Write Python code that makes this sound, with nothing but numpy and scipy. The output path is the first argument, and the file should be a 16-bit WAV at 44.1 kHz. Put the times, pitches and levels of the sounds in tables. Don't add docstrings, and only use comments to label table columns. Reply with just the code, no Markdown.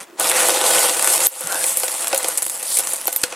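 import sys
import numpy as np
from scipy import signal
from scipy.io import wavfile
from scipy.ndimage import uniform_filter1d

SR = 44100
rng = np.random.default_rng(int(sys.argv[2]) if len(sys.argv) > 2 else 0)


def output_pcm(signal):
    pcm = np.clip(np.atleast_2d(signal).T, -1, 1) * 32767
    wavfile.write(sys.argv[1], SR, np.round(pcm).astype(np.int16))


N = 147735

# frequency in Hz, relative level in dB per Hz.
TICK_COLOUR = [(2500, -76), (5000, -21), (6500, -7.5), (8200, 5.5), (10200, 6), (12200, -2), (14000, -5.5),
               (16000, -19)]
CRACK_COLOUR = [(100, -67), (1300, -13), (2050, 7), (4400, 3.5), (6500, 0.5), (10000, 1), (16000, -47.5)]
THUD_COLOUR = [(40, -22), (100, -17), (160, -7.5), (400, -9), (800, 3.5), (1400, -1.5), (2500, -3.5),
               (8000, -60.5)]

CONTACTS_PER_S, CONTACTS_DB, CONTACTS_DOUBLE_DB = 1800, -22, 12.5
SIZE_SPREAD_DB, CLUMP_DB, RUB_S = 3, 1, 0.0091
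TOUCH_DB, TOUCH_SPREAD_DB = -5.5, 5.5
STONE_LO_HZ, STONE_HI_HZ = 1100, 13030
STONE_T60_S, STONE_RING_DB, CHIP_T60_S = 0.024, -18.5, 0.0019
SIDE_TICK_DB, SIDE_BODY_DB = -15, -41
TUB_DB, KNOCK_RING_DB = 6, 16.5
CRACK_DB, CRACK_FOLLOWS_TICKS = -0.5, 0.24
CLACK_LEAD_S, CLACK_T60_S, SETTLE_DB, SETTLE_T60_S = 0.0048, 0.0099, -12, 0.078
GRIT_SPREAD_DB, THUD_CHATTER = 7.5, 0.43
SLIPS_PER_S = 2000
ROOM_DB, ROOM_T60_S = -17, 0.053
HUSH_DB = -50
LIMIT_DB, RECOVER_DB_PER_S = 2, 88.5
EDGE_HZ = 15900


def amp(db):
    return 10 ** (np.asarray(db) / 20)


def evened(x):
    return x / np.sqrt(np.mean(x ** 2) + 1e-20)


def steady(x, size=2600):
    power = uniform_filter1d((x ** 2).mean(0), size)
    return x / np.sqrt(uniform_filter1d(power, size // 2) + 1e-12)


def topped(x, size):
    return x / np.sqrt(uniform_filter1d((x ** 2).mean(0), size).max())


def add(mix, s, sound):
    part = mix[:, round(s * SR):][:, :sound.shape[-1]]
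    part += sound[..., :part.shape[1]]


def seconds(size):
    return np.arange(size) / SR


def dying(t, t60):
    return np.exp(-np.log(1000) * t / t60)


def through(x, response):
    return signal.fftconvolve(np.atleast_2d(x), np.atleast_2d(response), axes=1)[:, :x.shape[-1]]


def colour(points, size=4096):
    hz, db = np.transpose(points)
    grid_hz = abs(np.fft.fftfreq(size, 1 / SR)) + 1
    log_gain = np.log(amp(np.interp(np.log(grid_hz), np.log(hz), db)))
    h = np.fft.ifft(np.exp(np.conj(signal.hilbert(log_gain)))).real
    return h / np.linalg.norm(h)


def stereo(pair, side_db):
    return pair[0] + amp(side_db) * np.array([pair[1], -pair[1]])


def stone(size=1500, count=7):
    t = seconds(size)
    hz = STONE_LO_HZ * (STONE_HI_HZ / STONE_LO_HZ) ** np.sqrt(rng.random((count, 1)))
    phase = rng.random((2, count, 1))
    modes = np.sqrt(hz / STONE_HI_HZ) * np.sin(2 * np.pi * (hz * t + phase))
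    ring = modes.sum(1) * dying(t, STONE_T60_S)
    snap = rng.standard_normal((2, size)) * dying(t, CHIP_T60_S)
    h = snap + amp(STONE_RING_DB) * ring
    return h / np.linalg.norm(h[0])


def tub(ring_db):
    # pitch in Hz, level in dB before filtering, time to fall 60 dB in s.
    tub_modes = [(337, -7, 0.041), (512.2, 1.5, 0.046), (684.6, -5.5, 0.073), (779, 1.5, 0.032),
                 (1150, 3, 0.005), (1497, -11, 0.11)]
    thud = colour(THUD_COLOUR)
    t = seconds(len(thud))
    ring = np.zeros(len(thud))
    for k, (hz, db, t60) in enumerate(tub_modes):
        ring += amp(db) * dying(t, t60) * np.sin(2 * np.pi * hz * t) * (-1) ** k
    ring = through(ring, np.array([1., -1.]))[0]
    ring = signal.lfilter([1], [1, -np.exp(-2 * np.pi * tub_modes[0][0] / SR)], ring)
    return thud + amp(ring_db) * ring / np.linalg.norm(ring)


def grinding(count=650, size=3500):
    # time in s, level of the bright ticks in dB, level of the dull body in dB.
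    grind_levels = [(0, -31, -34), (0.035, -42.5, -44), (0.061, -66, -53), (0.168, -69, -51.5),
                    (0.2, -23, -24), (0.292, -18.5, -24.5), (0.333, -24, -25), (0.368, -17.5, -22.5),
                    (.49, -19, -22.5), (.61, -24, -22), (.67, -17, -21), (.84, -17, -21.5),
                    (0.958, -23, -28.5), (0.997, -20, -26.5), (1.09, -15.5, -24), (1.159, -15.5, -26),
                    (1.19, -24, -27), (1.262, -12.5, -26.5), (1.3, -17.5, -26.5), (1.53, -25, -31.5),
                    (1.701, -19, -32.5), (1.746, -24, -36), (1.95, -25, -34), (1.985, -25.5, -34.5),
                    (2.03, -22.5, -32), (2.095, -29, -31.5), (2.302, -26, -32.5), (2.35, -28.5, -37.5),
                    (2.41, -34, -37), (2.46, -23.5, -39), (2.62, -31, -39.5), (2.75, -18, -38.5),
                    (2.825, -28, -35), (2.91, -23, -35), (2.98, -29.5, -38.5), (3.2, -32.5, -43),
                    (3.35, -43, -35.5)]
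    s, tick_db, body_db = np.transpose(grind_levels)
    t, age = seconds(N), seconds(size) / RUB_S
    tick_db, body_db = np.interp(t, s, tick_db), np.interp(t, s, body_db)
    rate = CONTACTS_PER_S * 2 ** (np.maximum(body_db - CONTACTS_DB, -15) / CONTACTS_DOUBLE_DB)
    snaps = np.zeros((2, N))
    for start in (np.arange(count) + rng.random(count)) * N / count:
        size_db = SIZE_SPREAD_DB * np.minimum(rng.exponential(1, size), 4)
        size_db = size_db + CLUMP_DB * np.clip(rng.standard_normal(), -2, 2)
        happens = rng.random(size) < rate[int(start)] / SR
        contacts = happens * amp(size_db) * rng.choice([-1, 1], size)
        touch = (age == 0) * amp(TOUCH_DB + TOUCH_SPREAD_DB * min(rng.exponential(), 4))
        rub = touch + contacts * age * np.exp(-age)
        add(snaps, start / SR, through(rub, stone()))

    crack_db = CRACK_DB + body_db + CRACK_FOLLOWS_TICKS * (tick_db - body_db)
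    pressed = np.sqrt(amp(np.minimum(body_db - CONTACTS_DB, 0)))
    near, low = stereo(snaps, SIDE_TICK_DB), stereo(snaps, SIDE_BODY_DB)
    ticks = steady(through(near, colour(TICK_COLOUR)))
    cracks = steady(through(low, colour(CRACK_COLOUR)))
    loose_body = (1 - pressed) * through(low, colour(THUD_COLOUR))
    ringing_body = pressed * through(low, tub(TUB_DB))
    body = steady(loose_body + ringing_body)
    return amp(tick_db) * ticks + amp(crack_db) * cracks + amp(body_db) * body


def hush():
    # frequency in Hz, relative level in dB per Hz.
    hush_colour = [(50, -30.5), (350, 5.5), (1000, 1), (4000, -16)]
    noise = stereo(rng.standard_normal((2, N)), side_db=-7)
    return amp(HUSH_DB) * through(noise, colour(hush_colour))


def hand():
    # middle in s, spread in s, pitch in Hz,
    # glide in octaves per s, width of the resonance in Hz, level in dB.
    scrapes = [(.135, 0.029, 352, -0.5, 70, -44.5), (0.302, 0.025, 2780, -41, 1100, -26),
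               (.39, 0.051, 1700, -10, 1420, -25.5), (1.455, .012, 171, -18, 50, -35),
               (1.5, 0.085, 1460, 1.5, 260, -31), (1.54, 0.03, 665, 1, 512, -28.5),
               (2.73, 0.055, 4600, 0.5, 2680, -32.5)]
    t, out = seconds(N), np.zeros(N)
    for s, spread, hz, glide, width, db in scrapes:
        gliding_hz = hz * 2 ** np.clip(glide * (t - s), -1, 1)
        turn = np.exp(2j * np.pi * np.cumsum(gliding_hz) / SR)
        slips = rng.standard_normal(N) * (rng.random(N) < SLIPS_PER_S / SR)
        ring = (turn * through(slips / turn, t * np.exp(-np.pi * width * t))[0]).real
        ring = signal.sosfilt(signal.butter(2, hz / 2, "highpass", fs=SR, output="sos"), ring)
        swell = np.exp(-.5 * ((t - s) / spread) ** 2)
        out += amp(db) * evened(ring) * swell
    return out


def clacks(size=5000):
    # time in s, level of the bright tick in dB,
    # level of the middle crack in dB, level of the thud into the tub in dB.
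    knocks = [(0.1979, -9.5, -47, -34), (0.297, -9, -22, -49), (.4864, -8, -38, -16),
              (0.895, -19, -16.5, -32), (1.2043, -12, -17.5, -54), (1.2701, -9, -4, -15),
              (1.4085, -9.5, -35, -23.5), (1.5285, -21, -25, -30), (1.641, -14, -18, -29.5),
              (1.6649, -12.5, -38, -53.5), (1.772, -9, -27, -46), (1.799, -12.5, -40, -45),
              (1.8340, -14.5, -19.5, -21.5), (1.842, -16, -38, -28), (1.881, -24, -20.5, -30.5),
              (2.0806, -12, -31, -53), (2.1297, -26, -14.5, -15), (2.146, -12, -20, -25),
              (2.1773, -9.5, -35, -31), (2.2450, -18, -16, -21.5), (2.2849, -9, -29, -25),
              (2.3754, -8.5, -29, -39), (2.3804, -14.5, -25, -36.5), (2.422, -14.5, -24, -31.5),
              (2.427, -13, -42, -41), (2.544, -23, -40, -34.5), (2.628, -19.5, -29, -33),
              (2.7712, -9, -21, -32), (2.7873, -7.5, -26, -29), (2.7940, -12, -20.5, -27),
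              (2.8049, -16, -32, -31), (2.9342, -13, -31, -29.5), (3.069, -26, -23.5, -39),
              (3.0794, -14, -18.5, -19), (3.1279, -17, -26.5, -33.5), (3.1624, -11, -21.5, -34.5),
              (3.2165, -18.5, -37, -69), (3.2369, -12, -8, -29), (3.3250, -40, -24, -28.5)]
    out, lead = np.zeros((2, N)), round(CLACK_LEAD_S * SR)
    t = seconds(size) - lead / SR
    tick_colour, crack_colour = colour(TICK_COLOUR), colour(CRACK_COLOUR)
    tub_answer = tub(KNOCK_RING_DB)
    scuff = dying(abs(t), CLACK_LEAD_S)
    settling = dying(abs(t), SETTLE_T60_S)
    shape = np.where(t < 0, scuff, dying(abs(t), CLACK_T60_S) + amp(SETTLE_DB) * settling)
    for s, tick_db, crack_db, thud_db in knocks:
        grit = amp(GRIT_SPREAD_DB * np.clip(rng.standard_normal(size), -2, 2))
        chatter = rng.standard_normal((2, size)) * grit * shape
        chatter = chatter + 0.29 * through(chatter, stone())
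        push = stereo(chatter, SIDE_BODY_DB)
        impact = np.arange(size) == lead
        blow = impact + THUD_CHATTER * settling * push / np.linalg.norm(push[0])
        tick = topped(through(stereo(chatter, SIDE_TICK_DB), tick_colour), size=50)
        crack = topped(through(push, crack_colour), size=60)
        thud = topped(through(blow, tub_answer), size=180)
        clack = amp(tick_db) * tick + amp(crack_db) * crack + amp(thud_db) * thud
        add(out, s - CLACK_LEAD_S, clack)
    return out


def clinks(size=5000):
    # start in s, pitch in Hz, level in dB, time to fall 60 dB in s.
    ringing_stones = [(0.7836, 3150, -14, 0.013), (1.2694, 12170, 26, 0.0056), (1.7718, 11930, -19, 0.089),
                      (3.0722, 12100, -7, 0.019), (3.1274, 12200, -24, 0.067), (3.162, 12100, -11, 0.047),
                      (3.234, 7930, -12, 0.016), (3.237, 1450, -16.5, 0.038)]
    out, t = np.zeros((2, N)), seconds(size)
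    sides = amp(np.array([[-1.2], [1.2]]))
    for s, hz, db, t60 in ringing_stones:
        second_hz = hz + rng.choice([-1, 1]) * rng.uniform(86, 290)
        pair = np.sin(2 * np.pi * hz * t) + 0.8 * np.sin(2 * np.pi * second_hz * t)
        add(out, s, amp(db) * dying(t, t60) * pair * sides)
    return out


def bumps():
    # start in s, pitch in Hz, level in dB, time to fall 60 dB in s.
    low_notes = [(2.1297, 543, -9, 0.11), (3.2367, 313, -20, 0.02), (3.2375, 495, -24, 0.12)]
    out, t = np.zeros((2, N)), seconds(N)
    for s, hz, db, t60 in low_notes:
        swell_and_fade = dying(t, t60) - dying(t, t60 / 10)
        add(out, s, amp(db) * swell_and_fade * np.sin(2 * np.pi * hz * t))
    return out


def room(x, size=16384):
    t = seconds(size)
    fade_in = np.minimum(t / 0.036, 1)
    tail = rng.standard_normal((2, size)) * dying(t, ROOM_T60_S) * fade_in
    return through(x, tail / np.linalg.norm(tail[0]))


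def scene():
    stones = grinding() + hand() + clacks() + clinks() + bumps()
    return stones + amp(ROOM_DB) * room(stones) + hush()


def record(dry):
    power_db = 10 * np.log10(abs(uniform_filter1d((dry ** 2).mean(0), size=40)) + 1e-12)
    fall = seconds(N) * RECOVER_DB_PER_S
    held_db = np.maximum.accumulate(power_db + fall) - fall
    over_db = np.maximum(held_db - LIMIT_DB, 0)
    limited = np.clip(dry / amp(over_db), -1, 1)
    lowpass = signal.firwin(511, EDGE_HZ, window=("kaiser", 9), fs=SR)
    return signal.oaconvolve(limited, lowpass[None], "same")


dry = scene()
out = record(dry)
output_pcm(out)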